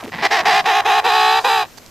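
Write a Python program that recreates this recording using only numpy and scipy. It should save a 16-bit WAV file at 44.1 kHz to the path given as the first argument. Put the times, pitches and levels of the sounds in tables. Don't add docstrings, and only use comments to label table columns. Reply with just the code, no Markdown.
import sys
import numpy as np
from scipy import signal
from scipy.fft import rfft, irfft, next_fast_len
from scipy.io import wavfile
from scipy.ndimage import uniform_filter1d

SR = 44100
rng = np.random.default_rng(int(sys.argv[2]) if len(sys.argv) > 2 else 0)


def gain_from_db(level_db):
    decades = np.asarray(level_db, float) / 20
    return 10 ** decades


def transcribe(signal):
    frames = np.atleast_2d(signal).T
    limited = np.clip(frames, -1, 1)
    pcm = np.round(limited * 32767).astype(np.int16)
    wavfile.write(sys.argv[1], SR, pcm)


N = 83790
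LEFT_RIGHT = np.array([[1], [-1]])


def level(x, db):
    return x * gain_from_db(db) / np.sqrt(np.mean(x ** 2))


def curve(f, points):
    p = np.array(points, float)
    return np.interp(np.log(f + 1), np.log(p[:, 0]), p[:, 1])


def colour(x, db_of):
    size = 2 ** 13
    half = size // 2
    cepstrum = irfft(db_of(np.arange(half + 1) * SR / size) * np.log(10) / 20)
    cepstrum[1:half] *= 2
    cepstrum[half + 1:] = 0
    impulse = irfft(np.exp(rfft(cepstrum)))[:half]
    return signal.fftconvolve(x, impulse)[:N]


def band(x, hz, q):
    return signal.lfilter(*signal.iirpeak(min(hz, .4 * SR), max(q, .3), fs=SR), x)


def filtered(x, order, hz, kind="low"):
    return signal.lfilter(*signal.butter(order, hz, kind, fs=SR), x)


def walk(rate_hz):
    hold = int(SR / rate_hz)
    steps = np.repeat(rng.standard_normal(N // hold + 1), hold)
    return 1.292 * uniform_filter1d(uniform_filter1d(steps, hold), hold)[:N]


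# [f/Hz, density/dB per Hz]
AIR_SPECTRUM = [(12, -10), (20, -4), (103, -7.5), (202, -2.5), (3450, -16), (6360, -16), (10500, -26),
                (12100, -19), (15500, -28)]


def hiss():
    level_db, likeness, ports_agree_hz = -44, .67, 9900

    def noise():
        x = colour(rng.standard_normal(N), lambda f: curve(f, AIR_SPECTRUM))
        return level(x * gain_from_db(0.5 * walk(12.2)), level_db)

    mid = noise()
    side = filtered(noise(), 4, ports_agree_hz)
    return np.sqrt((1 + likeness) / 2) * mid + np.sqrt((1 - likeness) / 2) * side * LEFT_RIGHT


def hum(t):
    hz, width_hz, level_db, start_db, fade_s = 106.3, 19, -56, 11.5, .26
    x = band(rng.standard_normal(N), hz, hz / width_hz)
    return level(band(x, hz, 5.3), level_db) * gain_from_db(start_db * np.exp(-t / fade_s))


def wind(t):
    level_db, top_hz, gust_s, gust_db = -76, 40, 1.7, 18
    x = level(filtered(rng.standard_normal((2, N)), 3, top_hz), level_db)
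    return x * gain_from_db(gust_db * (t > gust_s))


# [t/s, length/s, level/dB, f/Hz, rate/grains per s]
SNOW_CRUNCHES = [
    (0.038, .015, -28, 300, 1800),
    (0, 0.027, -36, 1030, 1600),
    (1.4, .04, -39, 4800, 7100),
    (0.068, 0.027, -32.5, 330, 2000),
    (.115, 0.12, -36.5, 190, 1100),
    (.4, 0.25, -41.5, 188, 890),
    (1.774, .008, -41, 600, 570),
    (1.773, 0.015, -42, 4800, 3100),
]
# [t/s, peak level/dB, f/Hz]
SNAP_TICKS = [(.005, -26, 1970), (.0095, -23, 2570), (.0275, -24.5, 700), (.0305, -21, 630),
              (0.0336, -24.5, 750), (0.0383, -21.5, 2350), (0.0554, -23.5, 2420), (.061, -22, 800),
              (0.079, -22, 2000), (.092, -25.5, 2350), (.098, -28, 1400), (1.686, -34, 1194),
              (1.727, -39, 2160), (1.784, -29, 1510), (1.863, -26, 5000)]


def crunches():
    out = np.zeros(N)
    for start_s, length_s, db, hz, rate in SNOW_CRUNCHES:
        gap, size, sign = rng.random((300, 3)).T
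        at = start_s + np.cumsum(-np.log(1 - gap) / rate)
        ok = (at < start_s + length_s) & (at * SR < N - 1)
        clicks = np.zeros(N)
        clicks[(at[ok] * SR).astype(int)] = (gain_from_db(-2.5 * np.log(1 - size)) * np.sign(sign - .5))[ok]
        out += level(band(clicks, hz, 2.2) + 0.0061 * clicks, db) * np.sqrt(length_s * SR / N)
    return out


def ticks():
    out = np.zeros(N)
    for at_s, peak_db, hz in SNAP_TICKS:
        x = np.zeros(N)
        x[min(int(at_s * SR), N - 1)] = 1
        x = band(band(x, hz, 1.0), hz, 1.0)
        out += gain_from_db(peak_db) * x / np.abs(x).max()
    return out


# [f/Hz, level/dB]
PIPE_SLOPE = [(150, -10.5), (400, -8), (800, -9.5), (2000, -14.5), (4000, -17.5), (6000, -30), (9000, -42),
              (15000, -48)]
# [f/Hz, width/Hz, level/dB]
PIPE_BUMPS = [(475.6, 52, 4), (385, 19, -2.5), (803, 177, 9.5), (625, 195, -3), (1000, 69, -3),
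              (1080, 81, 7), (1910, 350, 2.5), (2460, 46, 3), (7480, 92, 1.5), (9580, 390, -7.5),
              (11850, 360, 4), (15300, 470, -30)]
# [f/Hz, width/Hz, level/dB]
EARLY_BEAK = [(1860, 220, 9), (5300, 880, 8.5), (1400, 89, 1), (2650, 610, 5.5)]
MIDDLE_BEAK = [(4600, 380, -6), (6350, 200, 4), (7900, 300, -5)]
LATE_BEAK = [(2100, 85, -17), (4020, 140, 6), (4400, 170, -12), (4800, 120, 5), (5550, 220, -9),
             (2570, 90, 3), (6750, 200, -7), (8300, 300, -5)]


def pipe(x, t):
    change_s, change_span_s, middle_s, middle_span_s = .55, .25, .83, .19
    open_s, open_db, open_hz = 1.43, -10.5, 5295

    def bumps(f, rows):
        return sum(db * np.exp(-.5 * ((f - hz) / width) ** 2) for hz, width, db in rows)

    def shaped(beak):
        return colour(x, lambda f: curve(f, PIPE_SLOPE) + bumps(f, PIPE_BUMPS + beak))

    x = signal.sosfilt(signal.butter(3, 280, "high", fs=SR, output="sos"), x)
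    early = 1 / (1 + np.exp((t - change_s) / change_span_s))
    middle = np.exp(-((t - middle_s) / middle_span_s) ** 4)
    x = early * shaped(EARLY_BEAK) + (1 - early) * shaped(LATE_BEAK)
    x = x + (t > open_s) * gain_from_db(open_db) * filtered(x, 2, open_hz, "high")
    return (1 - middle) * x + middle * colour(x, lambda f: bumps(f, MIDDLE_BEAK))


def slack_membrane(x, dull_hz):
    return filtered(filtered(x, 2, dull_hz), 2, 550, "high")


# [t/s, level/dB]
SINGLE_FLAPS = [(0.121, -25), (.123, -23), (.1295, -16.5), (.137, -16), (.141, -14.5), (.148, -15),
                (.159, -19), (0.166, -22), (.174, -22), (.184, -23), (.187, -16.5), (.193, -35),
                (.198, -24), (0.202, -37), (0.213, -21.5)]


def flaps():
    at, db = np.array(SINGLE_FLAPS).T
    x = np.zeros(N)
    x[(at * SR).astype(int)] = -gain_from_db(db)
    x = pipe(slack_membrane(x, 4200), 0.)
    return x * gain_from_db(db.max()) / np.abs(x).max()


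# [t/s, length/s, rate/pulses per s, level/dB, dullness f/Hz]
CREAK_RUNS = [
    (.12, 0.094, 282, -33.5, 5300),
    (0.183, 0.11, 247, -30, 5250),
    (.275, 0.07, 210, -39, 2970),
    (.413, 0.13, 222, -28, 1520),
    (0.618, 0.022, 110, -47, 1511),
    (0.642, 0.0062, 296, -26.5, 3504),
    (0.816, 0.058, 320, -30, 1819),
    (1.006, 0.034, 264, -29, 1802),
    (1.396, 0.048, 266, -32, 1830),
    (1.639, 0.02, 254, -30, 4052),
]


def creaks():
    puff = np.exp(-np.arange(400) / SR / 0.0024)
    out = np.zeros(N)
    for start_s, length_s, rate, db, dull_hz in CREAK_RUNS:
        uneven_gap, uneven_size = rng.standard_normal((40, 2)).T
        gaps = np.exp(.5 * uneven_gap) / rate
        at = start_s + np.cumsum(gaps) - gaps[0]
        sizes = gain_from_db(1.2 * uneven_size - 6 * (at - start_s) / length_s)
        ok = at < start_s + length_s
        clicks = np.zeros(N)
        clicks[(at[ok] * SR).astype(int)] = sizes[ok]
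        puffs = 0.11 * np.convolve(clicks, puff)[:N] * rng.standard_normal(N)
        x = pipe(slack_membrane(puffs - clicks, dull_hz), start_s)
        out += level(x, db) * np.sqrt(length_s * SR / N)
    return out


# (level/dB, fundamental level/dB, timing pull/rad, size swing, pull phase/rad, swing phase/rad)
UPPER_HALF = (1, -7., .34, .42, .45, np.pi)
LOWER_HALF = (-1.5, -6., .17, .1, 2.9, 2.9)


def membrane(phase, beat, rough, half):
    spread_rad, shimmer_db, breath_db, hiss_db, hiss_hz, onset_hum_db = .026, 3., -13, 10, 6000, 5.5
    db, fundamental_db, pull, swing, pull_rad, swing_rad = half
    p = phase + pull * np.sin(beat + pull_rad)
    fundamental = gain_from_db(fundamental_db + onset_hum_db * rough) * np.cos(p)
    pulses = fundamental + sum(np.cos(k * p - spread_rad * k ** 2) for k in range(2, 35))
    noise = (1 + 2.7 * np.cos(p)) * rng.standard_normal(N)
    thin_hiss = gain_from_db(hiss_db) * filtered(noise, 2, hiss_hz, "high")
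    breath = gain_from_db(breath_db) * rough * 6 * noise
    size = gain_from_db(shimmer_db * rough * walk(300)) * (1 + swing * np.cos(beat + swing_rad))
    return gain_from_db(db) * (breath + thin_hiss - size * pulses)


# [t/s, upper f/Hz, lower f/Hz, level/dB]
SYLLABLE_1 = [(.222, 389.1, 320, -22), (.237, 402.4, 332.9, -17.5), (.26, 396.8, 331.3, -14.5),
              (.271, 401.4, 326.7, -17.5), (.284, 381.3, 322.8, -44)]
SYLLABLE_2 = [(0.3, 396.2, 326, -31), (0.315, 418.6, 332.7, -15), (0.335, 453.4, 362, -12.5),
              (0.35, 450.2, 363.5, -16), (0.366, 402.8, 346.9, -15.5), (0.384, 373.8, 323, -17),
              (0.406, 372, 324.7, -14.5), (0.419, 362.4, 322.7, -25)]
SYLLABLE_3 = [(.449, 385, 330.2, -33), (.456, 402.5, 339.4, -13.5), (0.484, 472.8, 383.4, -12),
              (0.502, 431.2, 370.6, -12.5), (0.526, 385.6, 334.6, -14), (.545, 405.1, 346, -13),
              (0.574, 427.2, 361.7, -12), (0.607, 408.4, 347.4, -15.5), (.616, 397.3, 330.5, -27)]
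SYLLABLE_4 = [(.65, 401.2, 340.5, -25), (0.661, 419.7, 348.7, -14), (.683, 479.5, 393, -14),
              (0.699, 443.2, 372.8, -11.5), (0.726, 396.8, 346.3, -15), (.77, 431.7, 368.7, -12),
              (0.789, 422.2, 363.7, -13.5), (0.806, 407.6, 353.4, -13), (.813, 397.7, 350.5, -26.5)]
SYLLABLE_5 = [(.848, 408, 343.7, -23), (.858, 417.4, 356.7, -13), (.882, 483, 394.2, -13),
              (0.901, 424.4, 368.8, -11.5), (0.919, 403.1, 349.4, -11.5), (.965, 443, 369.9, -13),
              (0.984, 428, 364, -11), (1.0, 414.2, 353.4, -12.5), (1.008, 395.5, 346.9, -36)]
SYLLABLE_6 = [(1.039, 434, 368.2, -24), (1.049, 448, 371.6, -11), (1.07, 486.5, 395.1, -11.5),
              (1.109, 409.3, 355.8, -13), (1.153, 445.6, 373.1, -10.5), (1.19, 428.7, 369.8, -11),
              (1.29, 436.7, 373.6, -10.5), (1.393, 453.3, 386.2, -12), (1.404, 431.2, 370.3, -24)]
SYLLABLE_7 = [(1.438, 472.5, 388, -27.5), (1.448, 489.4, 395, -9.5), (1.474, 528.8, 407.4, -12),
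              (1.5, 444.7, 387.9, -11), (1.539, 461, 389.3, -11.5), (1.577, 437.3, 378.4, -13),
              (1.621, 422.5, 364, -16), (1.636, 402.2, 348, -20), (1.66, 398.2, 342, -60)]
ROUGHNESS = [(.9, .7), (.7, .3), (.6, .1), (.6, .08), (.55, .07), (.5, .02), (.6, .06)]
SUM_TONE = [.8, 1.1, 1.5, 1.3, 1.2, .15, .4]


def syllables():
    tail_s, tail_sag, tail_db = .022, .88, -35
    tables = (SYLLABLE_1, SYLLABLE_2, SYLLABLE_3, SYLLABLE_4, SYLLABLE_5, SYLLABLE_6, SYLLABLE_7)
    rows = [np.array(s, float) for s in tables]
    ends = [min(a[-1, 0] + tail_s, b[0, 0] - .003) for a, b in zip(rows, rows[1:])]
    ends.append(rows[-1][-1, 0] + tail_s)
    return [np.vstack([s, (end, *tail_sag * s[-1, 1:3], min(tail_db, s[-1, 3]))])
            for s, end in zip(rows, ends)]


def trumpet(t):
    settle_s, jitter, sum_lag_rad, bright_db, bright_hz = .05, .03, 2.3, -18, 1200
    calls = syllables()
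    gain, rough, grip = np.zeros(N), np.zeros(N), np.ones(N)
    for s, (onset, plateau), sum_size in zip(calls, ROUGHNESS, SUM_TONE):
        on = (t >= s[0, 0]) & (t < s[-1, 0])
        gain[on] = gain_from_db(np.interp(t[on], s[:, 0], s[:, 3]))
        grip[on] = sum_size
        rough[on] = plateau + (onset - plateau) * np.exp(-((t[on] - s[0, 0]) / settle_s) ** 2)
    rows = np.vstack(calls)

    def phase(column):
        hz = uniform_filter1d(np.interp(t, rows[:, 0], rows[:, column]), 300)
        return 2 * np.pi / SR * np.cumsum(hz * (1 + jitter * rough * walk(400)))

    up, low = phase(1), phase(2)
    source = membrane(up, up - low, rough, UPPER_HALF) + membrane(low, up - low, rough, LOWER_HALF)
    source = source + grip * np.cos(up + low - sum_lag_rad)
    soft = filtered(source, 2, bright_hz)
    source = soft + (source - soft) * np.clip(gain / gain_from_db(bright_db), 0, 1)
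    return pipe(source * gain, t) / np.std(pipe(source, t)[gain > gain_from_db(bright_db)])


# [f/Hz, level/dB]
SIDE_COLOUR = [(700, 1), (2500, -2), (7500, 7.5), (9500, 12), (11000, -45)]
# [f/Hz, level/dB]
PAN_COLOUR = [(300, .2), (700, -.5), (2400, -.6), (4400, -1.8), (8000, -1), (13000, 0)]


def scene():
    lag_rad, scatter_s, scatter_db, side_db = 1.1, .022, -20, -21
    step_s, step_pan_db = 1.7, -7.5
    t = np.arange(N) / SR
    background = hiss() + hum(t) + wind(t)
    snow = crunches() + ticks()
    bird = signal.hilbert(flaps() + creaks() + trumpet(t), next_fast_len(N))[:N]
    near = (bird * np.exp(-1j * lag_rad)).real + snow
    lag = np.arange(4096) / SR
    tails = rng.standard_normal((2, len(lag))) * np.exp(-lag / scatter_s)
    mid, side = (signal.fftconvolve(near, h / np.sqrt(np.sum(h ** 2)))[:N] for h in tails)
    side = colour(side, lambda f: curve(f, SIDE_COLOUR))
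    near = near + gain_from_db(scatter_db) * mid
    both = np.array([colour(near, lambda f: sign * curve(f, PAN_COLOUR) / 2) for sign in (1, -1)])
    both = both * gain_from_db(step_pan_db / 2 * (t > step_s) * LEFT_RIGHT)
    return both + gain_from_db(side_db) * side * LEFT_RIGHT + background


def band_limit(x):
    return signal.sosfilt(signal.butter(12, 15740, fs=SR, output="sos"), x)


def record(dry):
    top = signal.ellip(8, .2, 70, 15300, fs=SR, output="sos")
    high = signal.butter(2, 200, "high", fs=SR, output="sos")
    bent = signal.sosfiltfilt(high, np.tanh(dry) - dry)
    return band_limit(signal.sosfilt(top, dry + bent))


dry = scene()
out = record(dry)
transcribe(out)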